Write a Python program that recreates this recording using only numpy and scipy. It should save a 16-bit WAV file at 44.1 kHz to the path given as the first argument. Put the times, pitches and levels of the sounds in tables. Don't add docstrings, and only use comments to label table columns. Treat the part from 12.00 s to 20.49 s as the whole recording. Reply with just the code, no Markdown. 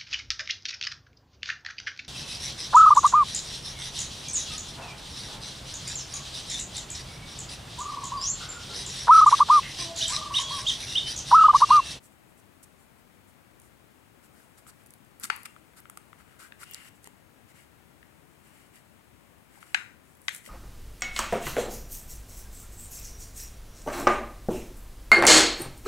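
import sys
import numpy as np
from scipy import signal
from scipy.fft import rfft, irfft, next_fast_len
from scipy.io import wavfile

SR = 44100
rng = np.random.default_rng(int(sys.argv[2]) if len(sys.argv) > 2 else 0)


def field_ratio(decibels):
    return 10 ** (np.asarray(decibels, dtype=float) / 20)


def master_out(mix):
    frames = np.transpose(np.atleast_2d(mix))
    ceiling = np.clip(frames, -1, 1)
    pcm = np.round(ceiling * 32767).astype(np.int16)
    wavfile.write(sys.argv[1], SR, pcm)


N = 374409

# hz, likeness (0 to 1)
FAR_ALIKE = [(3000, 0), (5500, 0), (7200, 0.95), (15000, 1)]


def unit(x):
    return x / np.sqrt(np.mean(x ** 2) + 1e-20)


def along(points, hz):
    point_hz, value = np.transpose(points)
    return np.interp(np.log(hz + 1), np.log(point_hz + 1), value)


def filtered(x, response):
    n = x.shape[-1]
    m = next_fast_len(n + 4096)
    return irfft(rfft(x, m) * response(np.fft.rfftfreq(m, 1 / SR)), m)[..., :n]


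def alternating(modes):
    return (-1.) ** np.arange(len(modes))


def ringing(modes, signs=None):
    signs = alternating(modes) if signs is None else signs

    def response(f):
        return sum(sign * field_ratio(db) * 1j * f * width / (hz * hz - f * f + 1j * f * width)
                   for sign, (hz, width, db) in zip(signs, modes))
    return response


def spread(pair, alike, response):
    m = next_fast_len(N + 4096)
    f = np.fft.rfftfreq(m, 1 / SR)
    turn = np.arccos(np.clip(along(alike, f), 0, 1)) / 2
    mid, side = rfft(pair, m) * [np.cos(turn), np.sin(turn)]
    return irfft(np.array([mid + side, mid - side]) * response(f), m)[:, :N]


def lag(f):
    lag_s = 38 / SR
    return np.exp(-1j * np.pi * f * lag_s * np.array([[1], [-1]]))


def cracks(blur):
    # start_s, peak_db, left_over_right_db, broad_snap_db, fizz_db
    bonds = [
        (3.3, -14.5, 8.5, -5.5, -14),
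        (7.745, -12, 9, -4, -11),
        (8.2815, -15.5, 12, -10.5, -10),
    ]
    # hz, width_hz, level_db
    cap_modes = [(865, 52, 1), (920, 64, -19), (1273, 250, -1), (1544, 140, 7.5), (1800, 130, -11),
                 (2940, 110, 2), (4510, 110, 3), (6850, 610, -5), (8200, 310, 0)]
    first_seal_modes = [(822, 85, -7), (1140, 380, -10.5), (1464, 43, 2), (1690, 68, 7), (2050, 120, -24),
                        (2320, 43, -23), (2450, 170, -8.5), (2990, 120, 5), (3980, 124, 2), (6600, 250, -5),
                        (9150, 310, -18), (10500, 600, -14)]
    second_seal_modes = [(855, 220, -18), (1130, 120, -6), (1550, 100, -8), (2050, 136, 6.5),
                         (2480, 350, -8.5), (3070, 210, 2), (3720, 270, 1.5), (5240, 210, -1.5),
                         (6380, 390, 3.5), (8700, 700, -6)]
    tear_s = 0.0053
    out, t = np.zeros((2, N + SR)), np.arange(4096) / SR

    def blunt(f):
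        return (ringing([(850, 900, 0)])(f) * 1j * f / 850) ** 2 / (1 + 1j * f / 4500) ** 2

    def fibre_tone(f):
        return ringing([(7500, 7000, 0)])(f) ** 2 / (1 + 1j * f / 10500) ** 4

    for bond, bond_modes in zip(bonds, (cap_modes, first_seal_modes, second_seal_modes)):
        start_s, peak_db, pan_db, snap_db, fizz_db = bond
        modes = [(hz, width * blur, db - 10 * np.log10(blur)) for hz, width, db in bond_modes]
        common = rng.standard_normal(len(t))
        own, fibres = rng.standard_normal((2, 2, len(t)))
        tear = (common + own) * field_ratio(-20 * t / tear_s) * (1 - np.exp(-t / .0004))
        push = tear * .08 / blur
        push[:, 12:17] += [0.13, 0.23, 0.29, 0.2, 0.13]
        fizz = filtered(fibres * field_ratio(-60 * t / 0.019) * (t > .0003), fibre_tone)
        for side, sign in enumerate((1, -1)):
            aim = alternating(modes) * field_ratio(rng.normal(0, 1.2, len(modes)))
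            snap = ringing([(2100, 2200, snap_db)])
            voice = filtered(push[side], lambda f: (ringing(modes, aim)(f) + snap(f)) * blunt(f))
            voice = voice / np.abs(voice).max()
            voice = voice + field_ratio(fizz_db) * fizz[side] / np.abs(fizz[side]).max()
            out[side, round(start_s * SR):][:len(t)] += field_ratio(peak_db + sign * (pan_db - 9.0) / 2) * voice
    return out[:, :N]


def cup_pitch(s):
    # time_s, pitch_hz
    loudest = [(0, 1500), (4.6, 1520), (4.635, 2650), (4.74, 2010), (7.3, 1950), (7.5, 1600), (7.64, 2050),
               (8.49, 2050)]
    return np.interp(s, *np.transpose(loudest))


def releases():
    # start_s, click_peak_db, click_hz, scrape_peak_db
    bright = [(0.4, -55, 9110, -62), (1.599, -44, 8900, -64), (1.6173, -48, 8240, -64),
              (1.6776, -60, 8200, -65), (2.836, -52, 10370, -64), (2.8618, -41.5, 9740, -55),
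              (2.8698, -46, 9600, -76), (2.906, -40.5, 9850, -46), (2.937, -41, 11000, -48),
              (3.0483, -50, 9320, -66), (3.198, -34, 11300, -60), (3.2096, -47, 10110, -58),
              (3.3625, -30.5, 11100, -52), (3.4323, -37, 10400, -48), (3.8022, -39.5, 11500, -69),
              (4.0775, -59, 9990, -76), (4.711, -32, 13900, -55), (4.7358, -31.5, 7200, -50),
              (5.0428, -37.5, 8700, -47), (6.7575, -42.5, 8950, -60), (7.382, -56, 9890, -75),
              (7.605, -53, 8830, -60), (8.1517, -49, 9510, -65), (8.1708, -50, 11640, -70),
              (8.2169, -43.5, 10990, -62), (8.251, -51, 9150, -61), (8.3625, -32, 9320, -55),
              (8.478, -46, 9670, -62)]
    # start_s, cup_peak_db, cup_hz
    dull = [(2.666, -41.5, 1380), (3.5631, -40, 1360), (3.7353, -50, 1570), (3.855, -36.5, 1370),
            (4.13, -37, 1280), (4.41, -46, 1560), (4.522, -33, 1700), (4.6315, -35.5, 1460),
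            (4.793, -50, 2210), (6.0285, -41.5, 1800), (7.628, -34, 1400)]
    # start_s, click_peak_db, scrape_peak_db, cup_peak_db, cup_hz
    rim_snaps = [(3.2356, -28, -26, -41, 1790), (3.241, -23.5, -30, -40, 1660),
                 (3.4563, -32, -31.5, -36.5, 2320), (3.898, -35, -59, -37.5, 1320),
                 (3.9732, -33.5, -38.5, -32.5, 1320), (4.745, -29, -26.5, -49, 2440),
                 (5.073, -36.5, -63, -39, 1930), (8.291, -30, -39, -25, 1830),
                 (8.3476, -29, -39, -39, 2050), (8.4533, -45, -47, -50, 2420),
                 (8.4615, -39, -46, -37, 1980)]
    plastic_hz = 8640
    clicks = [(s, db, hz, scrape_db, db - 23, cup_pitch(s)) for s, db, hz, scrape_db in bright]
    knocks = [(s, db - 30, plastic_hz, db - 35, db, hz) for s, db, hz in dull]
    snaps = [(s, db, plastic_hz, *rest) for s, db, *rest in rim_snaps]
    return sorted(clicks + knocks + snaps)


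def ticks():
    out, t = np.zeros((2, N + SR)), np.arange(1024) / SR
    t60_s = np.array([[[.009]], [[.008]], [[.0035]]])
    for start_s, click_db, click_hz, scrape_db, cup_db, cup_hz in releases():
        common = rng.standard_normal((3, 1, len(t)))
        own = rng.standard_normal((3, 2, len(t)))
        puff = (common + 0.73 * own) * field_ratio(-60 * t / t60_s) * (1 - np.exp(-t / 0.00022))
        puff[2, :, 4:11] += 1.9 * np.hanning(9)[1:-1]
        click = [(click_hz, 4500, 0)]
        scrape = [(5330, 5400, 0)]
        knock = [(cup_hz, 420, 0), (1.53 * cup_hz, 500, -5), (2.08 * cup_hz, 500, -8)]
        parts = [(click, click_db), (scrape, scrape_db), (knock, cup_db - 3.0)]
        for push, (modes, db) in zip(puff, parts):
            voice = filtered(push, lambda f: ringing(modes, np.ones(len(modes)))(f) ** 2)
            voice = voice / np.abs(voice).max(axis=1, keepdims=True)
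            out[:, round(start_s * SR):][:, :len(t)] += field_ratio(db) * voice
    return out[:, :N]


def slides():
    # start_s, length_s, hiss_db
    label_brushes = [(0.024, 0.059, -60.5), (0.11, 0.03, -70), (0.26, 0.07, -73), (0.366, 0.048, -67),
                     (0.626, 0.024, -52.5), (0.77, 0.092, -70), (0.97, 0.055, -74), (1.12, 0.068, -77),
                     (1.268, 0.052, -69), (1.614, 0.08, -68), (3.253, 0.03, -55), (3.47, 0.19, -77),
                     (4.942, 0.04, -70), (5.024, 0.028, -63), (8.014, 0.16, -70.5), (8.21, 0.1, -69),
                     (8.312, 0.087, -51)]
    # start_s, length_s, rise_share (of length), hiss_db, cup_db
    cap_rubs = [(2.223, 0.05, 0.46, -64.5, -70), (2.315, 0.16, 0.5, -69, -69.5),
                (2.57, 0.036, 0.4, -62, -65), (2.663, 0.048, 0.61, -55, -61.5),
                (2.78, 0.06, 0.5, -73, -69.5), (3.198, 0.037, 0.55, -58, -60),
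                (3.226, 0.035, 0.68, -42, -43.5), (3.451, 0.016, 0.48, -48.5, -46),
                (3.76, 0.046, 0.5, -58.5, -59.5), (4.174, 0.057, 0.6, -68.5, -64),
                (4.24, 0.14, 0.67, -76, -67), (4.387, 0.11, 0.12, -58, -56), (4.589, 0.056, 0.88, -53, -53),
                (4.628, 0.13, 0.75, -62.5, -58), (4.736, 0.11, 0.15, -65, -56),
                (4.765, 0.13, 0.99, -60.5, -58.5)]
    # start_s, length_s, rise_share (of length), hiss_db
    tab_rubs = [
        (5.052, 0.02, 0.46, -59.5),
        (5.473, 0.057, 0.5, -67),
        (5.538, 0.13, 0.25, -66),
        (6.43, 0.11, 0.3, -69),
        (6.515, 0.2, 0.2, -69),
        (6.723, 0.088, 0.46, -65),
        (7.495, 0.1, 0.94, -66.5),
        (7.602, 0.052, 0.3, -62.5),
        (7.637, 0.14, 0.25, -67),
        (8.433, 0.059, 0.76, -57.5),
    ]
    brushes = [(s, length, 0.47, db, db - 21) for s, length, db in label_brushes]
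    picks = [(*row, row[-1] + 0.3) for row in tab_rubs]
    return brushes + cap_rubs + picks


def gritty(response, grit_db, rate):
    # hz, likeness (0 to 1)
    near_alike = [(500, 0.95), (2000, 0.83), (5000, 0.083), (7200, 0.86), (15000, 1)]
    slips = rng.standard_normal(N)[(np.arange(N) * rate / SR).astype(int)]
    pair = rng.standard_normal((2, N)) * field_ratio(grit_db * slips)

    def heard(f):
        lagging = np.clip((7400 - f) / 1400, 0, 1)
        return response(f) * (lagging * lag(f) + 1 - lagging)
    return unit(spread(pair, near_alike, heard))


def strokes():
    # hz, width_hz, level_db
    cup_modes = [(1426, 300, -1), (1950, 430, -1.5), (2860, 240, 3)]
    # hz, level_db (per Hz)
    skin = [(3240, -58), (5500, -6), (8040, 2), (10100, 0), (10800, -3), (11300, -3.5), (14000, -7),
            (16000, -17)]
    # time_s, level_db
    grip = [(0.0, -64), (0.33, -71), (2.22, -69), (2.46, -64), (3.2, -71), (3.36, -52), (3.59, -67),
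            (4.87, -64), (5.11, -74), (5.91, -67.5), (6.55, -64.5), (7.57, -67), (7.71, -59), (8.09, -74),
            (8.25, -56.5), (8.49, -55)]
    t, power = np.arange(N) / SR, np.zeros((2 + len(cup_modes), N))
    modes_hz, _, modes_db = np.transpose(cup_modes)
    for start_s, length_s, share, hiss_db, cup_db in slides():
        end_s = start_s + length_s
        a, b = round(start_s * SR), round(end_s * SR)
        loudest_s = start_s + np.clip(share, .05, .95) * length_s
        swell = np.interp(t[a:b], [start_s, loudest_s, end_s], [0, 1, 0])
        near_modes = field_ratio(modes_db - 16 * np.abs(np.log2(modes_hz / cup_pitch(start_s))))
        hum = field_ratio(cup_db + 0.5) * near_modes / np.linalg.norm(near_modes)
        scrape = field_ratio(0.62 * hiss_db + 0.41 * cup_db - 3.5)
        gains = [field_ratio(hiss_db), scrape, *hum]
        power[:, a:b] += np.square(gains)[:, None] * np.sin(swell * np.pi / 2) ** 1.6
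    power[0] += field_ratio(np.interp(t, *np.transpose(grip)) - 11.5) ** 2
    layers = [gritty(lambda f: field_ratio(along(skin, f)), grit_db=2.0, rate=2100),
              gritty(lambda f: ringing([(4600, 3000, 0)])(f) ** 2, grit_db=1.5, rate=130)]
    for mode in cup_modes:
        broad = (mode[0], 1600, 0)
        layers.append(gritty(lambda f: ringing([mode])(f) * ringing([broad])(f), grit_db=2.5, rate=500))
    return np.sum(np.sqrt(power)[:, None] * layers, axis=0)


def thuds():
    # start_s, level_db, pitch_hz, t60_s
    landings = [
        (3.24, -42, 237, 0.037),
        (3.3005, -36.5, 410, 0.023),
        (3.972, -40.5, 755, .015),
        (5.0725, -41, 420, 0.011),
        (5.0728, -33, 880, 0.0063),
        (7.575, -44, 775, 0.018),
        (8.472, -46, 230, .05),
        (8.476, -43, 566, .03),
    ]
    out, t = np.zeros(N + SR), np.arange(2048) / SR
    for start_s, db, hz, t60_s in landings:
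        push = np.sin(2 * np.pi * hz * t) * field_ratio(-60 * t / t60_s) * (1 - np.exp(-t / 0.00065))
        out[round(start_s * SR):][:len(t)] += field_ratio(db) * push
    return out[:N]


def room(x):
    # hz, t60_s
    decay = [(500, 0.34), (1300, 0.44), (3500, 0.31), (9000, 0.45), (16000, 0.17)]
    # hz, level_db
    wall_level = [(500, -16.5), (1300, -10.5), (2800, -6.5), (5000, -14), (10000, -13)]
    hz, t, z = signal.stft(rng.standard_normal((2, SR // 2)), SR, nperseg=256)
    fading = field_ratio(-60 * t / along(decay, hz)[:, None]) * (1 - np.exp(-t / 0.0023))
    tail = signal.istft(z * fading, SR, nperseg=256)[1]
    wet = signal.fftconvolve(x, tail / np.linalg.norm(tail[0]), axes=1)[:, :N]
    return spread(wet, FAR_ALIKE, lambda f: field_ratio(along(wall_level, f)))


def hiss():
    # hz, level_db (per Hz)
    floor = [(15, -56), (28, -20.5), (60, 0.5), (120, 1), (300, -2), (450, -7), (900, -9.5), (2200, -14),
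             (3600, -19.5), (5200, -23.5), (7000, -24.5), (8200, -23.5), (14000, -26), (16300, -25)]
    pair = rng.standard_normal((2, N))
    return field_ratio(-61 + 2.5) * unit(spread(pair, FAR_ALIKE, lambda f: field_ratio(along(floor, f))))


def scene():
    small, rubbing = ticks() + thuds(), strokes()
    near = filtered(cracks(blur=1.15) + small, lag) + rubbing
    all_round = field_ratio(3.5) * cracks(blur=4) + small + rubbing
    return near * field_ratio(2.0) + room(all_round) + hiss()


def roll_off(x):
    return signal.sosfilt(signal.butter(12, 16640, fs=SR, output="sos"), x)


def record(dry):
    # hz, left_over_right_db
    balance = [(60, 10), (110, 9.5), (200, 11.5), (380, 8.5), (700, 11.5), (1290, 11.0), (2380, 11.5),
               (4400, 2.5), (8120, -0.5), (15000, 3.5)]
    share = np.array([[.4], [-.6]])
    mix = filtered(dry, lambda f: field_ratio(along(balance, f) * share) * (f < 15900))
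    return roll_off(mix)


dry = scene()
out = record(dry)
master_out(out)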